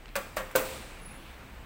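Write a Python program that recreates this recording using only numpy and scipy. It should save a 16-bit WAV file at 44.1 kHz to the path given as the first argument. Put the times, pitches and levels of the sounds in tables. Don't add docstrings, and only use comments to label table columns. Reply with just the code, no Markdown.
import sys
import numpy as np
from scipy import signal
from scipy.fft import rfft, irfft, next_fast_len
from scipy.io import wavfile
from scipy.ndimage import uniform_filter1d, map_coordinates

SR = 44100
rng = np.random.default_rng(int(sys.argv[2]) if len(sys.argv) > 2 else 0)


def how_loud(loudness_db):
    steps = np.asarray(loudness_db, float) / 20
    return 10 ** steps


def store_wav(level_fs):
    pcm = np.round(np.clip(np.atleast_2d(level_fs), -1, 1) * 32767)
    wavfile.write(sys.argv[1], SR, pcm.T.astype(np.int16))


N = 72765

# pitch_hz, density_db (per Hz)
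HISS_SPECTRUM = [(45, -30.5), (90, 0), (230, -4), (460, -9.5), (900, -9), (2700, -14), (5000, -23),
                 (16000, -33.5)]
# time_s, level_db
HISS_DRIFT = [(0, -3.5), (.5, -0.4), (1.1, 1.5), (1.65, -1.3)]
# centre_hz, width_hz, level_db
HUM_BANDS = [(33, 5, -51), (65, 5, -55), (48, 10, -58)]

TICK_START = [
    .1551,
    .1550,
    .163,
    .365,
    .3685,
    .554,
]
# level_db, centre_hz, t60_s
TICK_SOUND = [(-21, 1200, .005), (-35.5, 16000, 0.028), (-29, 6600, 0.034), (-39, 8200, 0.034),
              (-33, 14000, 0.017), (-30, 44000, .03)]
# start_s, level_db, centre_hz, t60_s
RIM_SLAPS = [(.0572, -39, 2100, .014), (.081, -46, 2400, .02), (.0895, -46, 2600, .015),
             (.509, -44, 1100, .04), (.513, -47, 8000, .04), (.5596, -15, 12500, .011),
             (.5632, -25, 14000, .008), (.5683, -26, 10500, .008), (.581, -31, 12000, .008),
             (.5945, -30, 12000, .008), (1.119, -57, 15000, .01)]

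BLOW_START = [
    0.1548,
    0.3676,
    0.404,
    0.5527,
    0.5585,
]
# ring_db, clang_db, clang_t60_s, rise_cycles (growth of each mode, in units of 1/pitch)
BLOW_SOUND = [(-28, -30, 0.14, 3.4), (-29.5, -31.5, 0.15, 2.2), (-36, -47, 0.135, 2.1),
              (-18.5, -27, 0.065, 1.03), (-29.5, -24, 0.22, 0.37)]
# pitch_hz; then level_db, t60_s
EDGE_A_PITCH = [200, 524, 561, 764, 940, 1145, 1359, 1593, 1717, 1863, 2412, 4199, 4770]
EDGE_A_MODES = [(-9.5, 0.18), (-1.5, 0.19), (8.5, 0.087), (-11.5, 0.11), (-2.5, 0.084), (-5, 0.2),
                (-16, 0.073), (0, 0.071), (-12, 0.23), (-15, 0.28), (-12, 0.15), (-18, 0.17), (-11, 0.089)]
# pitch_hz; then level_db, t60_s
EDGE_B_PITCH = [200, 524, 550, 600, 660, 980, 1143, 1224, 1384, 1604, 1863, 2186, 2417, 3079]
EDGE_B_MODES = [(-10, 0.24), (-8.5, 0.45), (-2.5, 0.11), (13.5, 0.035), (-24, .07), (-4, 0.1), (-7.5, 0.26),
                (-7, 0.13), (-5, 0.081), (-8, .16), (-11.5, 0.16), (-15, 0.23), (-39, .16), (-21.5, 0.45)]
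# pitch_hz; then level_db, t60_s
FLAT_PITCH = [60, 310, 420, 528, 520, 639, 970, 1069, 1200, 1443, 1530, 2250, 2541, 2780]
FLAT_MODES = [(-12, 0.059), (-17, 0.17), (-6, 0.14), (9, 0.04), (-15, 0.84), (-10, 0.22), (-7, 0.066),
              (-15, 0.2), (-9.5, 0.093), (-6, 0.091), (-5.5, 0.1), (-15, 0.071), (-20.5, .1),
              (-16.5, 0.043)]
# pitch_hz, density_db (per Hz)
TAP_CLANG = [(200, -9), (500, 1), (1500, 4.5), (2600, -1), (4000, -2), (7000, -4.5), (11000, -11.5),
             (16000, -17)]
LAND_CLANG = [(200, -6), (500, 1), (1500, -3), (2600, -4.5), (4000, -5), (7000, -4.5), (11000, -13.5),
              (16000, -13.5)]
# pitch_hz, t60_share (of the blow's clang_t60_s)
CLANG_LIFE = [(300, 3.1), (1500, 1.81), (5000, 0.7), (15000, 1.68)]

# pitch_hz, t60_s
KITCHEN_DECAY = [(200, 1), (600, 0.27), (2500, .8), (8000, 0.78), (15000, 0.64)]
# time_s, level_db
SLIDE_LEVEL = [(.58, -100), (.65, -42.5), (.76, -44.5), (.86, -51), (1.0, -58.5)]
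# pitch_hz, density_db (per Hz)
SLIDE_SPECTRUM = [(200, 3), (450, 4.5), (2500, -1), (4000, 0.5), (6000, -4.5), (8200, -3), (11000, -8.5),
                  (16000, -28)]
# time_s, level_db
SQUEAL_LEVEL = [(.96, -92), (1.0, -64), (1.05, -46.5), (1.12, -51.5), (1.18, -60.5), (1.25, -74),
                (1.36, -76), (1.41, -91)]
# start_s, length_s, low_hz, high_hz
TREBLE_SPREAD = [(.15, .01, 4500, 14000), (.36, .012, 4500, 15500), (.385, .045, 9500, 14500),
                 (.385, .05, 5000, 7000), (.505, .025, 4800, 15500), (.548, .01, 4500, 14000),
                 (.565, .05, 4200, 5300), (.565, .05, 6300, 7100), (.565, .05, 8300, 9200),
                 (.565, .05, 10200, 11200)]
# centre_hz, width_hz, gain_db
MIC_COLOUR = [(2470, 310, 2.5), (6070, 1900, -3.5), (8060, 500, 3), (11000, 2150, -3), (15300, 1800, 6.5)]


def unit(x):
    return x / np.sqrt(np.mean(x ** 2) + 1e-20)


def along(points, hz):
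    f, v = np.transpose(points)
    return np.interp(np.log(hz + 1), np.log(f + 1), v)


def curve(rows):
    return np.interp(np.arange(N) / SR, *np.transpose(rows))


def wobble(rate):
    knots = rng.standard_normal(int(N * rate / SR) + 4)
    return map_coordinates(knots, [np.arange(N) * rate / SR])


def filtered(x, response):
    m = next_fast_len(x.shape[-1] + 8192)
    spectrum = rfft(x, m) * response(np.fft.rfftfreq(m, 1 / SR))
    return irfft(spectrum, m)[..., :x.shape[-1]]


def resonance(centre_hz, width_hz):
    return lambda f: 1 / (1 + ((f - centre_hz) / width_hz) ** 2)


def dying(t60_of):
    hz, t, z = signal.stft(rng.standard_normal(SR), SR, nperseg=128)
    decay = how_loud(-60 * t / t60_of(hz)[:, None])
    return signal.istft(z * decay, SR, nperseg=128)[1][:SR]


def add(track, s, sound):
    part = track[round(s * SR):][:len(sound)]
    part += sound[:len(part)]


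def machines():
    z = signal.stft(rng.standard_normal(N), nperseg=512)[2]
    field = uniform_filter1d(rng.standard_normal(z.shape), size=6, axis=0)
    field = uniform_filter1d(field, size=12, axis=1)
    patchy = signal.istft(z * how_loud(1.2 * unit(field)), nperseg=512)[1][:N]
    hiss = unit(filtered(patchy, lambda f: how_loud(along(HISS_SPECTRUM, f)) * (f > 30)))
    hum = np.zeros(N)
    for centre_hz, width_hz, db in HUM_BANDS:
        hum += how_loud(db) * unit(filtered(rng.standard_normal(N), resonance(centre_hz, width_hz)))
    hiss_db = -49.5 + curve(HISS_DRIFT) + 0.13 * wobble(8.3)
    return how_loud(hiss_db) * hiss + hum


def ticks():
    width_octaves, rise_s = 1.27, 0.00025
    out, t = np.zeros(N), np.arange(SR // 10) / SR
    contacts = [(s, *row) for s, row in zip(TICK_START, TICK_SOUND)] + RIM_SLAPS
    for s, db, hz, t60 in contacts:
        noise = rng.standard_normal(len(t))
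        grit = filtered(noise, lambda f: np.exp(-(np.log2((f + 1) / hz) / width_octaves) ** 2))
        add(out, s, how_loud(db - 60 * t / t60) * unit(grit) * (1 - np.exp(-t / rise_s)))
    return out


def panel_ring(t, pitches, modes, rise_cycles):
    rattle_db, rattle_rad_per_khz = 1.3, 0.25
    ring = np.zeros(len(t))
    for hz, (db, t60) in zip(pitches, modes):
        level_waver = rattle_db * np.minimum(t / 0.042, 1) * wobble(36)[:SR]
        phase_waver = rattle_rad_per_khz * hz / 1000 * np.minimum(t / 0.0077, 1) * wobble(40.6)[:SR]
        rise = 1 - np.exp(-t * hz / rise_cycles)
        ring -= how_loud(db - 60 * t / t60 + level_waver) * rise * np.sin(2 * np.pi * hz * t + phase_waver)
    return ring


def tin():
    grip_s, grip_fade_s = 0.76, 0.015
    t, knocks = np.arange(SR) / SR, []
    edge_a = (EDGE_A_PITCH, EDGE_A_MODES, TAP_CLANG)
    edge_b = (EDGE_B_PITCH, EDGE_B_MODES, TAP_CLANG)
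    flat = (FLAT_PITCH, FLAT_MODES, LAND_CLANG)
    bodies = [edge_a, edge_b, edge_b, flat, flat]
    for s, blow, (pitches, modes, colour) in zip(BLOW_START, BLOW_SOUND, bodies):
        ring_db, clang_db, clang_t60, rise_cycles = blow
        ring = panel_ring(t, pitches, modes, rise_cycles)
        grip = np.exp(-np.maximum(s + t - grip_s, 0) / grip_fade_s)
        clang = dying(lambda hz: clang_t60 * along(CLANG_LIFE, hz))
        clang = filtered(clang, lambda hz: how_loud(along(colour, hz))) * (1 - np.exp(-t / 0.0004))
        knock = np.zeros(N)
        add(knock, s, how_loud(ring_db) * ring * grip + how_loud(clang_db + 5) * clang)
        knocks.append(knock)
    return knocks


def kitchen(x):
    level_db, delay_s = -9, 0.008
    tail = dying(lambda hz: along(KITCHEN_DECAY, hz))
    delayed = np.pad(x, (round(delay_s * SR), 0))
    return how_loud(level_db) * signal.fftconvolve(delayed, tail / np.linalg.norm(tail))[:N]


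def slide():
    grit = rng.standard_normal(N) * how_loud(0.83 * wobble(150))
    scrape = unit(filtered(grit, lambda f: how_loud(along(SLIDE_SPECTRUM, f))))
    moving = np.arange(N) < SLIDE_LEVEL[-1][0] * SR
    return how_loud(curve(SLIDE_LEVEL)) * moving * scrape


def squeal():
    tone = filtered(rng.standard_normal(N), resonance(10445, 40))
    return how_loud(curve(SQUEAL_LEVEL)) * unit(tone)


def treble_difference(mid):
    t, scrambled = np.arange(N) / SR, mid * np.sign(wobble(300))
    side = np.zeros(N)
    for s, length, low, high in TREBLE_SPREAD:
        moment = scrambled * (t > s) * (t < s + length)
        side += filtered(moment, lambda f: (f > low) & (f < high))
    return how_loud(-13) * side


def scene():
    contacts = tin() + [ticks()]
    mid = sum(contact + kitchen(contact) for contact in contacts)
    mid = mid + slide() + squeal() + machines()
    side = treble_difference(mid)
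    return np.array([mid + side, mid - side])


def low_pass(x):
    return signal.sosfilt(signal.butter(12, 16960, fs=SR, output="sos"), x)


def record(dry):
    top_hz, edge_hz = 15850, 150

    def microphone(f):
        gain_db = sum(db * np.exp(-((f - centre) / width) ** 2) for centre, width, db in MIC_COLOUR)
        return how_loud(gain_db) * np.clip((top_hz - f) / edge_hz + 0.5, 0, 1)

    return low_pass(filtered(dry, microphone))


dry = scene()
out = record(dry)
store_wav(out)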